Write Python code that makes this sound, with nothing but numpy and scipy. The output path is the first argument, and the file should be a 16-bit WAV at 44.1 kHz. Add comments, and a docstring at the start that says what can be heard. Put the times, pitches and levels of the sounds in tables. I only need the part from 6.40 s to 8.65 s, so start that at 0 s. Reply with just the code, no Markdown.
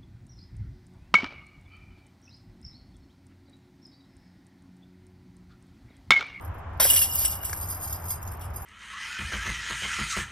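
"""Distant traffic rumbles behind an open lawn; a disc golf basket stands close to two microphone ports.
At 0.4 s a plastic disc flies into the chains: a hollow thud and a crash of steel links.
The chains slap back against the pole and clang on the rods, each slap a shower of tiny contacts.
At 1.1 s the disc drops into the tray with a clack. The links jingle on as they swing out,
ever sparser, with now and then the clear ping of one link hanging free."""
import sys
import numpy as np
from scipy import signal
from scipy.fft import rfft, irfft, next_fast_len
from scipy.io import wavfile
from scipy.ndimage import map_coordinates

SR = 44100
rng = np.random.default_rng(int(sys.argv[2]) if len(sys.argv) > 2 else 0)


def bounce(signal):
    """Save signal as a 16-bit WAV file at the path given by the first command-line argument."""
    frames = np.transpose(np.atleast_2d(signal))
    limited = np.clip(frames, -1, 1)
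    pcm = np.round(limited * 32767).astype(np.int16)
    wavfile.write(sys.argv[1], SR, pcm)


N = 99225  # 2.25 s

# tone of the traffic's rumble, of its tyres, and the treble the air takes from them (f/Hz, level/dB)
RUMBLE_EQ = [(12, -25), (30, -70), (50, 1.5), (65, 2), (80, 7.5), (95, 5.5), (120, -10.5), (155, -10),
             (200, -20), (400, -75)]
TYRE_EQ = [(100, 5), (200, -2.5), (350, -2.5), (500, -4.5), (700, 2), (1000, 2), (1400, -3), (2000, -11.5),
           (3000, -19.5), (4500, -29.5), (8000, -23)]
AIR_EQ = [(3000, 0), (6000, -8), (12000, -30)]
# stereo width of the tyre wash (f/Hz, left-right likeness; below 0 counts as 0)
TYRE_LIKENESS = [(60, 0.85), (180, 0.99), (550, 0.32), (1650, 0.76), (4970, -0.35), (15000, -0.4)]
# the basket at the left port against the right: phase lead (f/Hz, lead/rad), balance (f/Hz, level/dB)
PORT_LEAD = [(350, 0), (650, .7), (1400, -.15), (2100, 0), (2750, 1.9), (3600, .6), (5500, .6), (6300, 2.5),
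             (7100, 3.1), (7600, 3.2), (9600, 6.2), (11000, 6.3), (13200, 9.4), (14400, 9.5), (15500, 11.5)]
PORT_BALANCE = [(200, -1), (550, -4.5), (1200, 5.5), (1900, -1.5), (15000, 0.5)]

# the disc bumping chains and tray, then landing on the discs in the tray (t/s, level/dB, fade/s)
DISC_BUMPS = [(.399, -27.5, 0.025), (.417, -34.5, 0.039), (.451, -28.5, 0.012), (.499, -37.5, 0.079),
              (.615, -35.5, 0.0079), (.812, -45, 0.015), (.845, -38, 0.012), (1.034, -38.5, 0.0025)]
DISC_LANDINGS = [(1.096, -31.5, 0.00076), (1.1305, -27, 0.0042)]
# tone of a bump and of a landing (f/Hz, level/dB)
BUMP_EQ = [(80, -41), (170, -6.5), (280, -4), (400, -1.5), (545, 4), (750, -4), (1020, 3.5), (1230, -7),
           (1460, -4), (1900, 1), (2600, -17), (6000, -18)]
LANDING_EQ = [(200, -11), (500, 1), (1200, -5), (1600, -1), (2200, -8), (3800, -10), (6000, 0),
              (11000, -15), (15000, -45)]
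# the disc's hollow bowl meeting chains, pole and tray (t/s, level/dB, f/Hz, t60/s)
BOWL_KNOCKS = [(.399, -20.5, 620, 0.031), (.449, -24, 544, 0.056), (1.1305, -21.5, 1644, 0.017)]
# the bowl's partials (pitch ratio, level/dB)
BOWL_PARTIALS = [(1.002, 1.5), (1.3, -7)]

# chains driven into the frame, a link tapping the pole, a chain hitting the wire tray (t/s, level/dB)
FRAME_CRASHES = [(.4, -29), (.417, -34)]
POLE_CHINKS = [(.63, -30), (.712, -32)]
TRAY_CLANKS = [(1.705, -37)]
# the ring of each of these hits (f/Hz, level/dB, t60/s)
FRAME_MODES = [(1029, 2, 0.12), (1443, 1, .06), (1870, -3.5, .1), (2114, -7.5, 0.09), (3610, -4, 0.082),
               (3811, -4, 0.15), (4570, -5, .16), (5130, -19, .16), (5480, -12, 0.17)]
POLE_MODES = [(5370, -1.5, 0.058), (5200, 1, .06)]
TRAY_MODES = [(2180, -11.5, 0.11), (3380, -4, 0.031), (4950, -11.5, 0.27), (5200, -13, 0.1), (8580, 1, 0.2),
              (11800, -1, 0.081), (12500, -9, 0.062)]
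# chains striking the steel rods (t/s, level/dB, f/Hz, t60/s)
ROD_CLANGS = [(.4998, -18.5, 2889, 0.07), (.574, -21.5, 2840, .09), (.619, -28.5, 2772, 0.11),
              (.69, -43.5, 2882, 1), (.849, -35, 2885, .1), (1.0, -44, 2890, 0.24),
              (2.014, -53, 2870, 0.14)]
# a rod's partials (pitch ratio, level/dB)
ROD_PARTIALS = [(0.999, 5), (1.01, -25), (1.891, -18)]

# the ring of a free, a light and a heavy link (f/Hz, level/dB, t60/s)
FREE_MODES = [(4990, -4.5, 0.22), (6540, -1, 0.14), (8810, -6, 0.12), (10860, 2, 0.27), (11500, -8, .18),
              (12300, 11, 0.098)]
LIGHT_MODES = [(4986, -19, 0.12), (6775, -8.5, 0.046), (8887, -11, 0.076), (11330, -6, 0.091),
               (12410, -2, 0.033), (12500, 6, 0.053)]
HEAVY_MODES = [(2882, -7.5, 0.3), (5450, -15, 0.29), (7950, 6.5, 0.068), (10360, 4.5, 0.037),
               (11100, -43, 0.13), (13040, 1, 0.11), (14950, -17, 0.038)]
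# one link swinging free after a hit (t/s, level/dB)
FREE_PINGS = [(.59, -26.5), (1.3005, -37), (1.4282, -41.5), (1.6851, -40), (1.7056, -37), (2.1595, -43)]
# envelope of the light links' restless rattle (t/s, level/dB)
RATTLE_ENVELOPE = [(0, -60), (.12, -62), (.3, -87), (.396, -63.5), (.405, -24), (.59, -25.5), (.68, -36.5),
                   (.82, -28.5), (.95, -39), (1.3, -41), (1.38, -44.5), (1.5, -38.5), (1.62, -48.5),
                   (1.72, -42.5), (1.8, -51), (2.25, -55.5)]
# light chains swinging together (t/s, level/dB, fade/s)
LIGHT_FLURRIES = [(.048, -41.5, 0.003), (.185, -59, 0.0029), (.716, -37, 0.012), (.776, -32, .008),
                  (.786, -25, 0.061), (.966, -56, 0.012), (1.036, -38, 0.014), (1.05, -29.5, 0.012),
                  (1.072, -43, 0.0056), (1.211, -34, 0.037), (1.285, -36.5, 0.067), (1.41, -34.5, 0.025),
                  (1.436, -34, 0.02), (1.526, -31, 0.026), (1.619, -51, 0.0018), (1.654, -39, 0.02),
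                  (1.684, -36, 0.011), (1.704, -30, 0.025), (1.828, -37, 0.0019), (1.875, -38, 0.003),
                  (2.14, -46.5, 0.01), (2.22, -38.5, 0.0045)]
# tone of a pinched link's tick; a sheen near 14 kHz over the jingle, and the treble falling away steeply above
# (f/Hz, level/dB)
TICK_EQ = [(1000, -30), (2500, -5.5), (4100, -9.5), (5000, 0.5), (8500, -3.5), (9800, -0.5), (11500, -2),
           (13600, 12.5), (14100, -35), (15800, -35)]
JINGLE_EQ = [(13600, 1.5), (14050, 11), (14600, 5), (15200, -26)]
# heavy chains slapping disc and pole (t/s, clash level/dB, ring level/dB, fade/s)
HEAVY_SLAPS = [(.399, -17.5, -27, 0.077), (.443, -40, -25, 0.054), (.499, -21, -17, 0.026),
               (0.534, -25.5, -19.5, 0.044), (.561, -14, -26, 0.013), (0.574, -49, -22, 0.012),
               (0.615, -21, -20.5, 0.029), (0.734, -37.5, -30.5, 0.031), (0.802, -35.5, -38, 0.065),
               (0.848, -22.5, -19.5, 0.016), (.925, -35.5, -39, 0.022), (1.045, -40, -33.5, 0.054),
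               (2.01, -43.5, -48, 0.034)]
# single hard snaps of steel on steel (t/s, level/dB)
STEEL_SNAPS = [(.5085, 10.5), (.7562, 5.5)]
# tone of a clash and of a snap (f/Hz, level/dB)
CLASH_EQ = [(200, -19), (900, -13), (2000, -4.5), (3300, 6.5), (4200, -4), (5500, 9), (7000, -1), (9000, 4),
            (11500, 6.5), (12700, 18.5), (13600, 12.5), (14200, -30), (15800, -15)]
SNAP_EQ = [(2000, -14), (6000, -17), (9000, -27), (12500, 29.5), (14000, 5), (15800, 16)]

CLASH_PER_S, RING_PER_S, JINGLE_PER_S, BUMP_PER_S = 1400, 600, 330, 680  # contact rates
LEFT_RIGHT = np.array([[.5], [-.5]])  # half up on the left, half down on the right


def amp(db):
    """Decibels to gain."""
    return 10 ** (np.asarray(db) / 20)


def unit_rms(x):
    """Scale to rms 1."""
    return x / np.sqrt(np.mean(x ** 2) + 1e-20)


def decay(t, t60):
    """An envelope that falls 60 dB in t60 seconds."""
    return np.exp(-np.log(1000) * t / t60)


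def curve(points, hz):
    """Read (f/Hz, value) points on a log frequency axis."""
    f, value = np.transpose(points)
    return np.interp(np.log(hz + 1), np.log(f + 1), value)


def filtered(x, response):
    """Shape x with a gain that depends on frequency."""
    n = x.shape[-1]
    padded = next_fast_len(n + 4096)
    return irfft(rfft(x, padded) * response(np.fft.rfftfreq(padded, 1 / SR)), padded)[..., :n]


def noise(eq, size):
    """Coloured noise of rms 1."""
    return unit_rms(filtered(rng.standard_normal(size), lambda hz: amp(curve(eq, hz))))


def click(eq, t60):
    """One unpitched contact, of unit energy."""
    t = np.arange(SR // 16) / SR
    burst = noise(eq, len(t)) * decay(t, t60)
    return burst / np.linalg.norm(burst)


def ringing(modes):
    """The decaying partials of a struck body."""
    t = np.arange(SR // 2) / SR
    return sum(amp(db) * decay(t, t60) * np.sin(2 * np.pi * hz * t) for hz, db, t60 in modes)


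def soften(body, rise_s):
    """Round off the attack: the ring builds as the contact spreads."""
    return body * (1 - np.exp(-np.arange(len(body)) / SR / rise_s))


def chatter(body, depth=0.51, changes_per_s=170):
    """A ring roughened by the chain that keeps brushing it."""
    knots = rng.standard_normal(1024)
    waver = map_coordinates(knots, [np.arange(len(body)) * changes_per_s / SR], mode="wrap")
    return body * (1 + depth * waver) / np.hypot(1, depth)


def contacts(rate, count, scatter_db=2):
    """Irregular contact times from zero on, with uneven sizes that give the train unit power."""
    gaps = rng.gamma(2, .5, count) / rate
    sizes = unit_rms(amp(scatter_db * rng.standard_normal(count))) * np.sqrt(SR / rate)
    return np.cumsum(gaps) - gaps[0], sizes


def showers(rows, rate):
    """Each (t/s, level/dB, fade/s) opens with a full contact and trails off in weaker ones."""
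    hits = []
    for start, db, fade in rows:
        t, sizes = contacts(rate, count=288)
        sizes[0] = np.sqrt(SR / rate)
        hits.append([start + t, amp(db) * sizes * np.exp(-t / fade)])
    return np.hstack(hits)


def strike(hits, bodies, pan_db=2):
    """Deal (times, sizes) among bodies panned from right to left; a lone body sits slightly right."""
    times, sizes = hits
    onsets = np.round(times * SR).astype(int)
    struck = rng.integers(len(bodies), size=len(onsets))
    places = unit_rms(np.linspace(-1, 1, len(bodies)))
    out = np.zeros((2, N))
    for k, (body, place) in enumerate(zip(bodies, places)):
        mine = (struck == k) & (onsets >= 0) & (onsets < N)
        impulses = np.bincount(onsets[mine], sizes[mine], N)
        out += amp(pan_db * place * LEFT_RIGHT) * signal.oaconvolve(impulses, body)[:N]
    return out


def blows(rows, body):
    """One blow on the body for each (t/s, level/dB)."""
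    times, db = np.transpose(rows)
    return strike((times, amp(db)), [body])


def tuned_blows(rows, partials, rise_s):
    """One blow for each (t/s, level/dB, f/Hz, t60/s), ringing at its own pitch."""
    out = np.zeros((2, N))
    for start, db, hz, t60 in rows:
        ring = ringing([(ratio * hz, level, t60) for ratio, level in partials])
        out += blows([(start, db)], soften(ring, rise_s))
    return out


def traffic(rumble_db=-38.5, tyres_db=-43):
    """The bed: a mono rumble under a wider wash of far tyres, dulled by the air."""
    def air_and_width(hz):
        angle = np.arccos(np.clip(curve(TYRE_LIKENESS, hz), 0, 1)) / 2
        return amp(curve(AIR_EQ, hz)) * np.array([np.cos(angle), np.sin(angle)])

    mid, side = filtered(noise(TYRE_EQ, (2, N)), air_and_width)
    tyres = unit_rms(np.array([mid + side, mid - side]))
    return amp(rumble_db) * noise(RUMBLE_EQ, N) + amp(tyres_db) * tyres


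def lawn_scatter(x, wet_db=-22, t60=0.4):
    """A faint, short tail thrown back by ground and trees."""
    t = np.arange(SR // 2) / SR
    tail = rng.standard_normal((2, len(t))) * decay(t, t60)
    tail /= np.linalg.norm(tail[0])
    return amp(wet_db) * signal.fftconvolve(x[None], tail, axes=1)[:, :N]


def disc_thuds():
    """Dull plastic thuds in the chains, then a clack on the discs in the tray."""
    bumps = strike(showers(DISC_BUMPS, BUMP_PER_S), [click(BUMP_EQ, t60=0.017) for _ in range(6)])
    landings = showers(DISC_LANDINGS, BUMP_PER_S)
    return bumps + strike(landings, [click(LANDING_EQ, t60=0.013) for _ in range(3)])


def hollow_knocks():
    """The disc's bowl sounds a low note when its face hits, a high clack when its rim lands."""
    return tuned_blows(BOWL_KNOCKS, BOWL_PARTIALS, rise_s=0.0019)


def steelwork():
    """Frame, pole, rods and the wires of the tray each ring when a chain hits them."""
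    frame = blows(FRAME_CRASHES, ringing(FRAME_MODES))
    pole = blows(POLE_CHINKS, soften(ringing(POLE_MODES), rise_s=0.0017))
    rods = chatter(tuned_blows(ROD_CLANGS, ROD_PARTIALS, rise_s=0.0021).mean(0))
    tray = blows(TRAY_CLANKS, ringing(TRAY_MODES))
    return frame + pole + rods + tray


def free_links():
    """A link hanging free of its neighbours pings out, each mode wavering in its own way."""
    out = np.zeros((2, N))
    for ping in FREE_PINGS:
        ring = sum(chatter(ringing([mode])) for mode in FREE_MODES)
        out += blows([ping], soften(ring, rise_s=.001))
    return out


def link(modes, spread, top_spread=0.0117, top_hz=12000, scatter_db=8):
    """One link's ring, of unit energy, detuned from its neighbours most in its top modes."""
    hz, db, t60 = np.transpose(modes)[:, :, None]
    t = np.arange(SR // 4) / SR
    detune, level, polarity = rng.standard_normal((3, len(modes), 1))
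    hz = hz * (1 + detune * np.where(hz > top_hz, top_spread, spread))
    gain = np.sign(polarity) * amp(db + scatter_db * level) / np.sqrt(t60)
    ring = (gain * decay(t, t60) * np.sin(2 * np.pi * hz * t)).sum(0)
    return ring / np.linalg.norm(ring)


def pinched_tick(level_db=-9, t60=0.1, count=24):
    """Weak rings at chance pitches, where a link is pinched by its neighbours."""
    t = np.arange(SR // 4) / SR
    hz = rng.uniform(TICK_EQ[0][0], TICK_EQ[-1][0], (count, 1))
    tick = (amp(curve(TICK_EQ, hz)) * np.sin(2 * np.pi * hz * t)).sum(0) * decay(t, t60)
    return amp(level_db) * tick / np.linalg.norm(tick)


def light_chains(busy_db=-30, thinning=0.6):
    """Light links chink throughout, more sparsely as they settle, in flurries when two strands meet."""
    t, sizes = contacts(JINGLE_PER_S, count=1280)
    level_db = np.interp(t, *np.transpose(RATTLE_ENVELOPE))
    density = np.minimum(1, amp(thinning * (level_db - busy_db)))  # contacts thin out below busy_db
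    touching = rng.random(len(t)) < density
    rattle = [t, touching * sizes * amp(level_db) / np.sqrt(density)]
    links = [soften(link(LIGHT_MODES, spread=0.0051) + pinched_tick(), rise_s=0.0001) for _ in range(24)]
    flurries = showers(LIGHT_FLURRIES, JINGLE_PER_S)
    jingle = strike(np.hstack([rattle, flurries]), links)
    return filtered(jingle, lambda hz: amp(curve(JINGLE_EQ, hz)))


def heavy_chains():
    """The crash: each slap is a shower of hard clicks and ringing heavy links; two snaps cut through."""
    starts, clash_db, ring_db, fades = np.transpose(HEAVY_SLAPS)
    clash_hits = showers(zip(starts, clash_db, fades), CLASH_PER_S)
    clash = strike(clash_hits, [click(CLASH_EQ, t60=0.045) for _ in range(8)])
    ring_hits = showers(zip(starts, ring_db, fades), RING_PER_S)
    ring = strike(ring_hits, [link(HEAVY_MODES, spread=0.01075) for _ in range(14)])
    return clash + ring + blows(STEEL_SNAPS, click(SNAP_EQ, t60=0.018))


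def port_response(hz):
    """The close basket reaches each port with its own level and phase."""
    gain = amp(LEFT_RIGHT * curve(PORT_BALANCE, hz))
    return gain * np.exp(1j * LEFT_RIGHT * curve(PORT_LEAD, hz))


def scene():
    """The mix: the basket up front, its scatter off the lawn, traffic behind."""
    basket = heavy_chains() + steelwork() + light_chains() + free_links() + disc_thuds() + hollow_knocks()
    return filtered(basket, port_response) + lawn_scatter(basket.mean(0)) + traffic()


def record(dry, cutoff_hz=15750):
    """A brick-wall low-pass trims the very top."""
    return filtered(dry, lambda hz: 1 / (1 + (hz / cutoff_hz) ** 200))


dry = scene()
out = record(dry)
bounce(out)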